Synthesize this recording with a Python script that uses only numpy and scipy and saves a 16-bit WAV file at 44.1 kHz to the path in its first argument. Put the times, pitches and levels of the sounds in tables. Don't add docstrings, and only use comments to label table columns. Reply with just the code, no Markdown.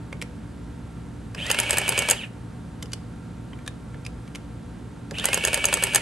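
import sys
import numpy as np
from scipy import signal
from scipy.fft import rfft, irfft, next_fast_len
from scipy.io import wavfile
from scipy.ndimage import uniform_filter1d

SR = 44100
rng = np.random.default_rng(int(sys.argv[2]) if len(sys.argv) > 2 else 0)


def generate_wav(sig):
    pcm = np.round(np.clip(np.atleast_2d(sig).T, -1, 1) * 32767).astype(np.int16)
    wavfile.write(sys.argv[1], SR, pcm)


N = 265393
TIME = np.arange(N) / SR
SIZE = 4096


def undb(db):
    return 10 ** (np.asarray(db) / 20)


def unit(x):
    return x / np.sqrt(np.mean(x ** 2))


def wander(size):
    return unit(uniform_filter1d(rng.standard_normal(N), size=size))


def bins(size):
    return np.maximum(np.arange(size // 2 + 1) * SR / size, 1)


def along(points, hz):
    point_hz, value = np.transpose(points)
    return np.interp(np.log(hz), np.log(point_hz), value)


def colour(points, size=SIZE):
    cepstrum = irfft(np.log(undb(along(points, bins(size)))))
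    cepstrum[1:size // 2] *= 2
    cepstrum[size // 2 + 1:] = 0
    return np.exp(rfft(cepstrum))


def resonances(modes):
    f = bins(SIZE)
    total = 0
    for k, (hz, width, db) in enumerate(modes):
        sign = (-1) ** k
        total = total + sign * undb(db) / (1 + 1j * (f * f - hz * hz) / (f * width))
    return total


def add(out, s, db, body, rise, fall, scatter_db=0, blow=0):
    lead = SIZE // 8
    t = (np.arange(SIZE) - lead) / SR
    envelope = np.exp(-np.maximum(-t / rise, t / fall))
    force = rng.choice([-1, 1], SIZE) * envelope
    force *= undb(scatter_db * rng.standard_normal(SIZE))
    force[lead] += blow * np.sqrt(np.sum(force ** 2))
    sound = irfft(rfft(force) * body)
    sound *= undb(db) * np.sqrt(.002 * SR / np.sum(sound ** 2))
    start = int(s * SR) - lead
    out[start:start + SIZE] += sound[:N - start]


def background(waver=0.22, bass_side_db=-21, treble_side_db=-12):
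    # pitch_hz [Hz], level_db [dB rms]
    hum_tones = [(56.8, -48), (62, -59), (72.5, -50.5), (113.6, -47), (119.8, -46.5), (170.4, -46.5),
                 (212, -54.5), (220, -56.5), (240, -50.5), (284.5, -53), (293, -57), (490, -61.5),
                 (737.5, -65.5), (909.8, -63), (1367, -64.5), (1593, -69)]
    # [dB, relative]
    air_outline = [(25, -27), (42, -12), (55, -2.5), (90, -2.5), (125, -1.5), (220, -5.5), (400, -14),
                   (650, -21), (1400, -24.5), (2200, -31), (3900, -35.5), (5500, -40.5), (11200, -37.5),
                   (12500, -73)]
    air_db = -40.5
    f = bins(N)
    mid, side = rfft(rng.standard_normal((2, N))) * undb(along(air_outline, f))
    side = side * undb(along([(80, bass_side_db), (300, -4.0), (5000, treble_side_db)], f))
    air = undb(air_db) * unit(irfft(np.array([mid + side, mid - side]), N))
    hum = 0
    knots = np.linspace(0, TIME[-1], num=40)
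    for hz, db in hum_tones:
        swell, drift = (np.interp(TIME, knots, row) for row in waver * rng.standard_normal((2, len(knots))))
        tone = np.sin(2 * np.pi * (hz * TIME + rng.random()) + drift)
        hum = hum + undb(db) * unit((1 + swell) * tone)
    return air + hum


def keys(ring_q=14, ring_db=10, release_thud_db=-6):
    # start_s [s], level_db [dB], brightness_db [dB at 6 kHz and up],
    # thud_db [dB against the click], low_ring_hz and high_ring_hz of the key cap [Hz]
    presses = [(0.1283, -27.5, -9.5, 5, 546, 2220), (1.349, -29.5, -3, 2, 1760, 4970),
               (2.827, -28, 5, 4, 3020, 5000), (2.8578, -41.5, 5, -6, 3000, 5120),
               (3.533, -38, -16, -5, 1100, 3000), (3.59, -42.5, -7, -2, 1750, 2300),
               (3.945, -39, -14, 12, 1100, 1760), (4.278, -42.5, -1, -2, 2300, 2920),
               (5.111, -30.5, 2.5, 10, 1730, 5000)]
    # start_s [s], level_db [dB], brightness_db [dB at 6 kHz and up],
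    # slip_lead_s [s before the stop], slip_db [dB against the stop], low_ring_hz, high_ring_hz [Hz]
    releases = [(.2242, -25.5, 3.5, 0.0077, -.5, 2280, 3220), (1.466, -28, 9, 0.011, -17, 2920, 4900),
                (2.934, -23, 7.5, .014, -15, 2950, 4730), (3.678, -24.5, 4, .014, -13, 1730, 3700),
                (4.065, -28.5, 1.5, .014, -7.5, 2570, 5070), (4.357, -30, 5.5, 0.0066, -2, 2280, 2920),
                (5.1977, -23, 4, 0.012, 0, 2920, 3700)]
    # [dB, relative]
    key_outline = [(200, -17), (500, 0.5), (800, -8.5), (1200, -3), (2300, -1), (3200, -6), (4000, -9),
                   (5600, -10), (6500, -9), (8500, -9.5), (11200, -8.5), (14000, -73)]
    # [dB, relative]
    case_modes = [(80.6, 26, -7.5), (119, 35, 5), (216, 40, -5), (427, 62, -7)]
    out, plastic = np.zeros(N), colour(key_outline)
    case = resonances(case_modes) * colour([(900, 1), (6000, -24)])

    def click(s, db, bright_db, thud_db, rings):
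        body = plastic * colour([(2500, 0), (6000, bright_db)])
        for hz in rings:
            body = body * (1.0 + resonances([(hz, hz / ring_q, ring_db)]))
        add(out, s, db, body, rise=0.0012, fall=0.0023, blow=0.42)
        add(out, s + 0.00721, db + thud_db, case, rise=0.0045, fall=0.014)

    for s, db, bright_db, thud_db, *rings in presses:
        click(s, db, bright_db, thud_db, rings)
    for s, db, bright_db, slip_s, slip_db, *rings in releases:
        click(s - slip_s, db + slip_db, bright_db, release_thud_db, rings)
        click(s, db, bright_db, release_thud_db, rings)
    return out


def run_up(on_s, strikes):
    mesh_hz, spin_up_s = 2285.5, .068
    sag_hz, sag_lag_s, sag_width_s = 54.97, 0.0218, .022
    cut_lag_s, coast_hz_per_s, coast_db = .036, 13300, -3
    quiet_below_hz = 720
    coasting = np.maximum(TIME - strikes[-1][0] - cut_lag_s, 0)
    free = mesh_hz * (1 - np.exp(-np.maximum(TIME - on_s, 0) / spin_up_s))
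    sag = sag_hz * sum(np.exp(-((TIME - s - sag_lag_s) / sag_width_s) ** 2) for s, _ in strikes)
    hz = np.maximum(free - sag - coast_hz_per_s * coasting, 1)
    gain = undb(coast_db * (coasting > 0)) / (1 + (quiet_below_hz / hz) ** 3)
    return hz, gain


def motor(hz, count=12, rough=1.0, scrape_db=-2, grind_db=-1, slack_hz=1930, knock_db=4):
    # [dB, relative]
    gear_orders = [(3, -22), (9, -12), (12, 2.5), (13, -11.5), (14, -13.5), (15, -15), (16, -21.5)]
    # [dB, relative]
    knock_orders = [(2, -3.5), (3, -5), (4, -13)]
    # [dB, relative]
    gear_outline = [(150, -16), (380, -7.5), (550, -1), (1100, -11), (1750, -2.5), (2050, -8.5), (2550, 3),
                    (3050, 4.5), (3500, -7), (3850, -9), (5800, -14.5), (8700, -8.5), (11000, -9),
                    (14000, -53)]
    # [dB, relative]
    gearbox_modes = [(1710, 130, -10), (2530, 340, 1), (3030, 260, 2), (3730, 360, -7)]
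    speed = hz * (1 + .005 * wander(size=400))
    teeth = np.cumsum(speed) / SR
    shaft, tooth = teeth / count, teeth.astype(int)
    slack = 1 / (1 + (speed / slack_hz) ** 12)
    tones = 0
    for order, order_db in gear_orders:
        grip = undb(3.5 * wander(size=700))
        tones = tones + undb(order_db) * grip * np.sin(2 * np.pi * (round(order) * shaft + rng.random()))
    tooth_force = rng.standard_normal(tooth[-1] + 1)[tooth]
    tooth_pulse = np.exp(-12 * np.sin(np.pi * (teeth - .5)) ** 2)
    ticks = rough * unit(tooth_force * tooth_pulse)
    scrape = 2 * undb(scrape_db) * rng.standard_normal(N)
    grind = (ticks + scrape) * (1 + 0.2 * np.sin(2 * np.pi * shaft))
    drive = (1 - slack) * tones + (1 - 0.51 * slack) * undb(grind_db) * grind
    play, force = .045 * wander(size=70), undb(4 * wander(size=250))
    overtones = sum(undb(k_db) * np.cos(2 * np.pi * round(k) * (teeth + play)) for k, k_db in knock_orders)
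    knock = slack * force * overtones
    gears = signal.fftconvolve(drive, irfft(colour(gear_outline)))[:N]
    box = signal.fftconvolve(knock, irfft(resonances(gearbox_modes)))[:N]
    return gears + undb(knock_db) * box


def hammer(strikes, release_lag=0.01, rattle_db=-21, loose_db=5, uneven_db=2.46):
    # [dB, relative]
    pawl_outline = [(150, -23), (550, 1.5), (750, -10.5), (900, -6.5), (1150, -5.5), (1750, -3),
                    (2050, -16), (2600, 4.5), (3600, -11.5), (5000, -11.5), (5900, -17.5), (8700, -8),
                    (11000, -8.5), (14000, -45)]
    # [dB, relative]
    type_modes = [(654, 200, -9), (1754, 106, 0), (3030, 350, -3), (4945, 154, -4.5), (6490, 210, 2.5),
                  (8140, 450, 4), (8420, 470, 2.5), (8800, 530, 3), (10680, 690, 2), (11470, 630, -4.5),
                  (12060, 320, -8)]
    # [dB, relative]
    chassis_modes = [(393, 33, 0), (509, 63, -0.5), (614, 113, -2.5), (924, 63, 0.5), (1340, 150, -8),
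                     (1730, 240, -4), (2900, 1350, -15.5), (4930, 1000, -14.5), (8350, 650, -20.5)]
    # lag_s [s after the strike], level_db [dB], metal_snap_db [dB]
    carriage_latch = [(0.023, -20, -20.5)]
    # lag_s [s after the strike], level_db [dB],
    # metal_snap_db [dB]
    feed_latch = [(.006, -26, -22), (.011, -24.5, -7), (0.0138, -18.5, -18)]
    pawl_lead_s, pawl_db = .012, -15.5
    return_lag_s, return_db = .0322, -20.5
    out, pawl = np.zeros(N), colour(pawl_outline)
    wheel, chassis = resonances(type_modes), resonances(chassis_modes)
    for s, strike_db in strikes:
        catch_db, drop_db = uneven_db * rng.standard_normal(2)
        add(out, s - pawl_lead_s, pawl_db + catch_db, pawl, rise=0.0015, fall=0.0037)
        add(out, s, strike_db, wheel, rise=0.0011, fall=0.0013, blow=0.65)
        add(out, s + release_lag, strike_db - 19.5, wheel, rise=.002, fall=0.0056)
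        add(out, s + return_lag_s, return_db + drop_db, pawl, rise=0.0017, fall=0.0022)
        add(out, s - .007, rattle_db, chassis, rise=0.0013, fall=0.033, scatter_db=loose_db)
        add(out, s + return_lag_s, return_db - 5.5, chassis, rise=0.0024, fall=0.0092, scatter_db=loose_db)
    for (s, _), latch in ((strikes[2], carriage_latch), (strikes[-1], feed_latch)):
        for lag, db, snap_db in latch:
            add(out, s + lag, db, pawl, rise=0.0015, fall=0.0066)
            add(out, s + lag, snap_db, wheel, rise=0.0014, fall=0.00058)
            add(out, s + lag, db - 5.5, chassis, rise=0.0033, fall=0.0074, scatter_db=loose_db)
    return out


def printer():
    # motor_on_s [s], motor_gain_db [dB]
    print_lines = [(1.349, -29.5), (5.116, -30.5)]
    # start_s [s], level_db [dB]
    line_strikes = [
        [(1.514, -11.5), (1.601, -13), (1.708, -11), (1.7843, -11.5), (1.8918, -11), (1.9904, -12.5),
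         (2.1, -11.5)],
        [(5.2556, -10), (5.3437, -11.5), (5.4509, -10.5), (5.5437, -11), (5.6546, -9), (5.7402, -9.5),
         (5.8381, -9.5), (5.948, -8.5)],
    ]
    out = np.zeros(N)
    for (on_s, db), strikes in zip(print_lines, line_strikes):
        hz, gain = run_up(on_s, strikes)
        out += hammer(strikes) + undb(db) * gain * motor(hz)
    return out


def room(x, early_db=-13, early_t60=0.063, late_db=-19, late_t60=0.31):
    t = TIME[:SR // 2]

    def fading_noise(t60):
        return rng.standard_normal((2, len(t))) * undb(-60 * t / t60) * (t > .002)

    early, late = fading_noise(early_t60), fading_noise(late_t60)
    late = signal.lfilter(*signal.butter(1, 6000, fs=SR), late)
    response = (undb(early_db) * unit(early) + undb(late_db) * unit(late)) / np.sqrt(len(t))
    return x + signal.fftconvolve(np.array([x, x]), response, axes=1)[:, :N]


def ports(x):
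    # pitch_hz [Hz], lead_rad [radians]
    port_phase = [(2200, 0), (3100, -.65), (3900, -.3), (7200, -.55), (7900, -1), (8600, -.5), (9800, 2.4),
                  (10700, 3.7), (12000, 6.2), (15000, 12.5)]
    # pitch_hz [Hz], balance_db [dB]
    port_balance = [(60, 0.26), (380, -1.9), (1290, -1.4), (2380, -1.1), (4400, -1.4), (8120, -0.25)]
    size = next_fast_len(N, real=True)
    f = bins(size)
    lean = np.exp(.5j * along(port_phase, f)) * undb(along(port_balance, f) / 2)
    return irfft(rfft(x, size) * np.array([lean, 1 / lean]), size)[:, :N]


def scene():
    return room(keys() + printer()) + background()


def record(dry):
    heard = np.clip(ports(dry), -1, 1)
    return signal.sosfilt(signal.ellip(8, .2, 70, 16000, fs=SR, output="sos"), heard)


dry = scene()
out = record(dry)
generate_wav(out)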